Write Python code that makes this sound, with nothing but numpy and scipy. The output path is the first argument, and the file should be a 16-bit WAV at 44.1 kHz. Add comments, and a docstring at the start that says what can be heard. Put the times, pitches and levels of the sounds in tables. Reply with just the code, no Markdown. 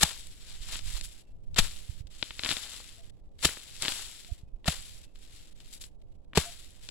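"""A hand hoe chops five times into a grass clump on dry soil and is dragged back out, outdoors.
Each blow slices leaves, crunches and thuds; then the clump settles, and tugs make leaf and soil crackle.
Roots and stalks snap as short wavelets, which also give a low clod thud and the last blow's sharp knock.
From the second second on, far birds call as wavering sines with noise echoes.
Low noise and pops of wind buffet two unlike microphone ports over a far wash; a gate dims quiet treble."""
import sys
import numpy as np
from scipy import signal
from scipy.fft import rfft, irfft
from scipy.io import wavfile
from scipy.ndimage import uniform_filter1d

SR = 44100
rng = np.random.default_rng(int(sys.argv[2]) if len(sys.argv) > 2 else 0)


def undo_db(level):
    """Turn decibels back into plain size, where 20 dB means ten times bigger."""
    steps = np.asarray(level, float) / 20
    return 10 ** steps


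def int16_out(signal):
    """Quantize to a 16-bit WAV file."""
    q = np.round(np.clip(np.atleast_2d(signal).T, -1, 1) * 32767)
    wavfile.write(sys.argv[1], SR, q.astype(np.int16))


N = 304290
T = np.arange(N) / SR
# samples by which the left port hears later, and its spread across the clump
LEFT_LAG_SAMPLES, LAG_SPREAD_SAMPLES = 3.33, 2.23

# hoe blows, levels ahead of the ports:
# start_s, crunch_db, grit_db, clod_knock_db, clod_pitch_hz, thud_db, crunch_length_s
BLOWS = [(0.028, -3, -7, -11, 848, -14, 0.008), (1.58, -9.5, -11, -15.5, 927, -13.5, 0.016),
         (3.446, -8, -11, -16.5, 374, -14.5, .010), (4.676, -15.5, -16.5, -12.5, 710, -10.5, 0.0097),
         (6.3692, -13, -10, -7, 432, -6.5, 0.0115)]
# modes of a knocked clod: multiple_of_clod_pitch, level_db, t60_s
CLOD_MODES = [(1., 6, 0.021), (1.95, 3, 0.017)]


def hoe():
    """Leaves hiss and soil crumbles under the drag; each blow slices in, crunches and thuds."""
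    # packed ground: pitch_hz, level_db, t60_s
    thud_modes = [(70, -7, 0.07), (156, 0.5, 0.033)]
    # the hoe itself: pitch_hz, level_db, t60_s
    handle_modes = [(1323, -9.5, 0.026)]
    soil_db, soil_db_per_pull_db, soil_db_per_dryness = -65, 1.76, 0.87  # soil_db: at a -46 dB pull, dryness 0

    pull_db, dryness = pull()
    leaf = undo_db(pull_db)
    # harder pulls tear more soil
    soil = undo_db(soil_db + soil_db_per_pull_db * (pull_db + 46.0) - soil_db_per_dryness * dryness)

    ground, crunch = np.zeros(N), np.zeros(N)
    for start_s, crunch_db, grit_db, knock_db, clod_hz, thud_db, length_s in BLOWS:
        envelope = blow_envelope(T - start_s, length_s)
        crunch += undo_db(crunch_db) * envelope
        soil += undo_db(grit_db) * envelope
        add(ground, start_s + 0.19 * length_s, undo_db(crunch_db) * ring(handle_modes))
        # the blade stops midway through the crunch
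        stop = undo_db(thud_db) * ring(thud_modes) + undo_db(knock_db) * ring(CLOD_MODES, clod_hz)
        add(ground, start_s + 0.55 * length_s, stop)

    fine = crackle(9000, spread_db=0.0, clump_db=1.5) + 0.35 * ticks(200)
    fine = filtered(fine, 2, 1800, "high")  # leaves are too small for bass
    low = filtered(fine, 1, 5500, "low")
    high = fine - low
    packed = low + 0.5 * high  # leaves crushed into soil sound duller
    rustle = low * undo_db(-0.4 * (dryness - 0.5)) + high * undo_db(0.78 * (dryness + 2.5))
    coarse = crackle(6000, spread_db=2.5, clump_db=2.5)
    coarse = evened(filtered(coarse, 1, (750, 2000), "band"))
    return leaf * rustle + crunch * packed + soil * coarse + heard_from(ground, LEFT_LAG_SAMPLES)


def blow_envelope(u, length_s):
    """The blade speeds up through the leaves for 19 ms, then bites: a burst, then falling debris."""
    slicing = undo_db(-14.5 + 430 * np.minimum(u, 0)) * (u > -0.019) * (u < 0)
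    after = np.maximum(u, 0) / length_s
    burst = np.exp(-(np.maximum(after - 0.4, 0) / 0.6) ** 2)
    debris = 0.033 * np.exp(-after / 3.9)
    return slicing + np.minimum(after * 1.7, 1) * (burst + debris)


def pull():
    """Level in dB and dryness of the rustle: tugs swell and fade, the clump settles after each blow."""
    # tugs and brushes of the blade through the clump:
    # peak_s, rustle_db, swell_s, fade_s, dryness (higher is brighter)
    tugs = [(0.01, -33.5, 0.12, 0.053, 1), (0.493, -44.5, 0.18, 0.26, -10), (0.735, -34, 0.18, 0.15, -7.5),
            (0.875, -37, 0.05, 0.34, -2.5), (0.966, -36.5, 0.085, 0.06, -2.5),
            (1.05, -40, 0.081, 0.043, 3.5), (1.148, -52.5, 0.25, 0.45, -5.5),
            (2.259, -47, 0.41, 0.66, -11.5), (2.513, -28.5, 0.16, 0.18, -6.5),
            (2.708, -39.5, 0.41, 0.48, -6.5), (3.425, -43, 0.062, 0.076, -3.5),
            (3.75, -49.5, 0.86, 0.71, -8.5), (3.827, -31, 0.038, 0.23, -5), (3.89, -32, 0.19, 0.45, -4),
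            (5.34, -51.5, 0.45, 0.89, -6), (5.714, -52, 0.27, 0.23, -3), (5.731, -41.5, 0.018, 0.06, 4),
            (5.752, -48, 0.06, 0.025, 0.5), (5.819, -42.5, 0.024, 0.083, 5),
            (6.833, -48.5, 0.061, 0.23, -6.5)]
    span_db, bend = 22.5, 0.99  # fall over one swell_s or fade_s, and the exponent of its course in time
    # two stages of settling after a blow: start_db, fall_db_per_s
    settling = [(-31.5, 152), (-40, 42.7)]
    settle_dryness, settle_after_s = -3.5, 0.022
    # rustle held back while the hoe is lifted clear or held still: from_s, to_s
    pauses = [(1.222, 1.54), (2.02, 2.10), (3.1, 3.385), (4.418, 4.64), (5.05, 5.153), (5.527, 5.555),
              (5.884, 6.33)]
    pause_drop_db, pause_edge_s = -8.5, 0.0056
    still_db, still_dryness = -67, -0.5  # floor of stirring leaves

    power, dry_power = np.zeros(N), np.zeros(N)
    for peak_s, rustle_db, swell_s, fade_s, dryness in tugs:
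        away = np.where(T < peak_s, (peak_s - T) / swell_s, (T - peak_s) / fade_s)
        part = undo_db(2 * (rustle_db - span_db * abs(away) ** bend))
        power += part
        dry_power += part * dryness
    for start_s, *_ in BLOWS:
        u = T - start_s
        stages = sum(undo_db(2 * (db - fall * abs(u - settle_after_s))) for db, fall in settling)
        part = stages * (u > 0)
        power += part
        dry_power += part * settle_dryness

    paused = sum(np.clip(np.minimum(T - a, b - T) / pause_edge_s, 0, 1) for a, b in pauses)
    left, still = undo_db(2 * pause_drop_db * paused), undo_db(2 * still_db)
    power = power * left + still
    dry_power = dry_power * left + still * still_dryness
    return 10 * np.log10(power), dry_power / power


def crackle(per_s, spread_db, clump_db, count=7):
    """Tiny clicks with clumped levels, scattered over several spots of the plant."""
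    clumps = evened(uniform_filter1d(rng.standard_normal(N), size=900))
    size = undo_db(spread_db * np.minimum(rng.exponential(1, N), 5) + clump_db * clumps)
    clicks = size * rng.standard_normal(N) * (rng.random(N) < per_s / SR)
    spot = rng.integers(0, count, N)
    lags = LEFT_LAG_SAMPLES + LAG_SPREAD_SAMPLES * np.linspace(-1, 1, count) * np.sqrt(3)
    return evened(sum(heard_from(clicks * (spot == k), lag) for k, lag in enumerate(lags)))


def ticks(per_s):
    """Sparse crisp leaf ticks of a few milliseconds, in nine groups each with its own pitch and spot."""
    t, out = np.arange(300) / SR, np.zeros((2, N))
    for hz, side in zip(np.geomspace(2200, 11000, 9), rng.uniform(-1, 1, 9)):
        size = undo_db(1.3 * np.minimum(rng.exponential(1, N), 3.5))
        hits = size * (rng.random(N) < per_s / 9 / SR)
        grain = filtered(rng.standard_normal(300), 1, (hz * 0.7, hz * 1.4), "band")
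        burst = signal.oaconvolve(hits, grain * undo_db(-60 * t / 0.008))[:N]
        out += heard_from(burst, LEFT_LAG_SAMPLES + LAG_SPREAD_SAMPLES * side)
    return evened(out)


def ring(modes, unit_hz=1):
    """Damped modes that are driven up within a few milliseconds."""
    t = np.arange(5000) / SR
    rise = 1 - np.exp(-t / 0.0015)
    return rise * sum(undo_db(db - 60 * t / t60_s) * np.sin(2 * np.pi * unit_hz * f * t) for f, db, t60_s in modes)


def snaps_and_knocks():
    """Each snap or knock is a short wavelet, five weaker ones within 6 ms and a jolt of the clod."""
    # breaking roots and stalks, plus a low clod thud at 2.8 s and the sharp knock of the last blow;
    # levels ahead of the ports: start_s, peak_db, pitch_hz
    hits = [(0.2693, -25, 7860), (0.7554, -18, 3200), (0.7908, -19.5, 4630), (1.0109, -16.5, 5560),
            (1.544, -27.5, 5000), (1.5624, -26, 3680), (2.07, -33.5, 4550), (2.2263, -6, 2950),
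            (2.3069, -18.5, 2430), (2.3929, -14, 3230), (2.4347, -10.5, 3080), (2.4469, -9, 4050),
            (2.4509, -14.5, 2380), (2.4601, -10, 2170), (2.4647, -19, 2000), (2.4901, -8, 3350),
            (2.506, -10.5, 3600), (2.5128, -7.5, 2610), (2.5237, -13, 2620), (2.5679, -14.5, 2920),
            (2.802, -32, 897), (3.3902, -34, 3640), (3.431, -26, 3170), (3.4899, -16, 1500),
            (3.5705, -24.5, 1500), (3.8221, -4, 7300), (3.8309, -15.5, 2220), (3.8364, -21, 2500),
            (3.8506, -12, 2920), (3.857, -15, 3300), (3.8813, -4.5, 3040), (3.9204, -15, 3300),
            (4.2469, -30.5, 3520), (4.6441, -29, 2470), (4.657, -25, 885), (5.0313, -37.5, 7000),
            (5.1568, -35.5, 2950), (5.6027, -33, 3750), (5.7306, -41, 4600), (5.8122, -23.5, 6500),
            (5.839, -24, 4240), (6.016, -43.5, 4470), (6.121, -45, 5090), (6.245, -44.5, 4510),
            (6.333, -24.5, 1800), (6.357, -14.5, 3300), (6.3737, -2, 775), (6.8882, -18.5, 4260)]
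    out, t = np.zeros(N), np.arange(-60, 61) / SR
    chance = rng.random((len(hits), 6, 3))
    for (start_s, peak_db, pitch_hz), rows in zip(hits, chance):
        for k, (when, pitch, loss) in enumerate(rows):
            f = pitch_hz * (1 if k == 0 else 0.46 + 0.81 * pitch)
            wavelet = -np.cos(2 * np.pi * f * t) * np.exp(-(t * f / 0.39) ** 2)
            delay_s = 0.0009 * (k + when - 0.5) * (k > 0)
            weaker_db = (k > 0) * (2 + 12 * loss + 2 * k)
            add(out, start_s + delay_s - 0.0005, undo_db(peak_db - weaker_db) * wavelet)
        # lower hits jolt the clod more
        add(out, start_s, undo_db(peak_db - 18.5 - pitch_hz / 500) * ring(CLOD_MODES, 320))
    return heard_from(out, LEFT_LAG_SAMPLES)


def at_ports(airborne):
    """Cavity resonances of each port colour the near sounds."""
    # cavity response of each port: pitch_hz, gain_db
    left_port = [(200, -7.5), (1000, -17), (2200, -9.5), (3700, -1), (5500, -6.5), (6500, -9), (7600, 0.5),
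                 (8900, -11.5), (12000, -22.5), (16000, -20.5)]
    right_port = [(200, -6.5), (1200, -16.5), (3700, -13), (6000, -15.5), (8000, -16.5), (9500, -12),
                  (10700, -4), (12500, -16.5), (16000, -27.5)]
    responses = np.array([causal(left_port), causal(right_port)])
    return undo_db(5.5) * signal.oaconvolve(airborne, responses, axes=1)[:, :N]


def birds():
    """Soft wavering notes from far away, each trailed by a blurred echo off the field."""
    # start_s, length_s, pitch_hz, level_db
    notes = [(1.233, 0.11, 2690, -68.5), (2.972, 0.053, 682, -64), (4.283, 0.029, 703, -61.5),
             (4.424, 0.22, 2515, -69), (5, 0.15, 2650, -69.5), (6.442, 0.069, 689, -49.5)]
    out, t = np.zeros(N), np.arange(8000) / SR
    for start_s, length_s, pitch_hz, level_db in notes:
        size = round(length_s * SR)
        waver = evened(uniform_filter1d(rng.standard_normal((2, size)), size=600))
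        tone = np.sin(2 * np.pi * np.cumsum(pitch_hz + 7 * waver[0]) / SR)
        note = tone * undo_db(1.5 * waver[1]) * signal.windows.tukey(size, 0.6)
        echo = rng.standard_normal(len(t)) * undo_db(-36 - 60 * t / 0.25)
        echo[0] = 1  # direct sound
        add(out, start_s, undo_db(level_db) * signal.oaconvolve(note, echo))
    return np.array([out, out])


def wind():
    """Lumpy low pressure noise at each port, plus single pops."""
    # course of the wind: time_s, level_db, left_over_right_db
    course = [(0.0, -47, -4), (0.46, -46, -0.5), (0.92, -42, -20), (1.192, -56, -1.5), (1.61, -34, -1),
              (1.82, -46.5, -13.5), (2.419, -50.5, -4), (6.9, -51, -8.5)]
    # single gust pops: centre_s, level_db, left_over_right_db, width_s
    pops = [(0.612, -39, -16, 0.0058), (0.95, -40.5, -31, 0.0058), (1.519, -42, -15, 0.0076),
            (1.617, -25, 13.5, 0.017), (1.898, -36.5, -27, 0.0031), (2.009, -40, -26, 0.0028),
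            (2.052, -38.5, -11.5, 0.0043), (4.323, -35.5, -28.5, 0.0037), (4.436, -44.5, -21.5, 0.0025),
            (4.545, -37, -16, 0.0088)]
    # spectrum: pitch_hz, relative_level_db
    colour = [(5, 2), (20, 1), (60, -10), (120, -17.5), (200, -30.5), (400, -58)]

    time_s, level_db, pan_db = np.transpose(course)
    level_db, pan_db = np.interp(T, time_s, level_db), np.interp(T, time_s, pan_db)
    slow = uniform_filter1d(uniform_filter1d(rng.standard_normal((2, N)), 2500), 1500)
    lumps = undo_db(2.5 * evened(slow))
    noise = evened(lumps * coloured(rng.standard_normal((2, N)), colour))
    out = noise * undo_db([level_db + pan_db / 2, level_db - pan_db / 2])

    for centre_s, pop_db, side_db, width_s in pops:
        u = np.arange(-4 * width_s, 4 * width_s, 1 / SR) / width_s
        pulse = (1 - 0.7 * u ** 2 - 0.3 * u) * np.exp(-u ** 2 / 2)
        gains = undo_db(np.array([[pop_db + side_db / 2], [pop_db - side_db / 2]]))
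        add(out, centre_s - 4 * width_s, gains * pulse)
    return out


def far_hum():
    """A low steady wash of the open field: coloured noise, unrelated at the two ports."""
    # spectrum: pitch_hz, relative_level_db
    colour = [(60, -19.5), (150, -4.5), (300, -7), (600, -12.5), (1000, -21), (3000, -15), (16000, -35)]
    return undo_db(-63) * coloured(rng.standard_normal((2, N)), colour)


def evened(x):
    """Scales to rms 1."""
    return x / np.sqrt(np.mean(x ** 2) + 1e-20)


def filtered(x, order, hz, kind):
    """Butterworth filter along time."""
    return signal.sosfilt(signal.butter(order, hz, kind, fs=SR, output="sos"), x)


def read(points, hz):
    """Straight lines on a log-frequency axis."""
    f, value = np.transpose(points)
    return np.interp(np.log(hz + 1), np.log(f + 1), value)


def coloured(x, points):
    """Shapes the spectrum of a steady noise."""
    gain = undo_db(read(points, np.fft.rfftfreq(N, 1 / SR)))
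    return evened(irfft(rfft(x) * gain, N))


def causal(points, size=1024):
    """Minimum-phase response with the given gain."""
    log_gain = read(points, abs(np.fft.fftfreq(size, 1 / SR))) * np.log(10) / 20
    return np.fft.ifft(np.exp(np.conj(signal.hilbert(log_gain)))).real[:size // 2]


def heard_from(x, lag_samples):
    """Both ports hear one spot, the left one lag_samples later."""
    turn = np.exp(-2j * np.pi * np.fft.rfftfreq(N) * lag_samples)
    return np.array([irfft(rfft(x) * turn, N), x])


def add(mix, start_s, sound):
    """Mixes a sound in at start_s."""
    part = mix[..., round(start_s * SR):][..., :sound.shape[-1]]
    part += sound[..., :part.shape[-1]]


def scene():
    """The near sounds pass the port cavities; wind acts on the ports directly."""
    return at_ports(hoe() + snaps_and_knocks()) + birds() + far_hum() + wind()


def gate(x):
    """Lowers everything above 1 kHz while that band is quiet; opens fast and holds some 6 ms."""
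    threshold_db, knee_db, depth_db = -64.5, 2.22, -31.5
    treble = signal.sosfiltfilt(signal.butter(4, 1050, "high", fs=SR, output="sos"), x)
    # the 301-sample mean looks mostly back in time
    power = uniform_filter1d((treble ** 2).mean(0), 301, origin=110)
    level_db = 10 * np.log10(abs(power) + 1e-14)
    shut = 1 / (0.5 + np.exp((level_db - threshold_db) / knee_db))  # nears 2 in silence: twice depth_db
    return x + (undo_db(depth_db * uniform_filter1d(shut, size=100)) - 1) * treble


def low_pass(x):
    """Removes everything above the highest recorded frequency."""
    return signal.sosfilt(signal.butter(12, 16000, fs=SR, output="sos"), x)


def record(dry):
    """The gate dims quiet treble, then loud peaks round off."""
    mix = np.tanh(gate(dry) / 0.91)
    return low_pass(mix)


dry = scene()
out = record(dry)
int16_out(out)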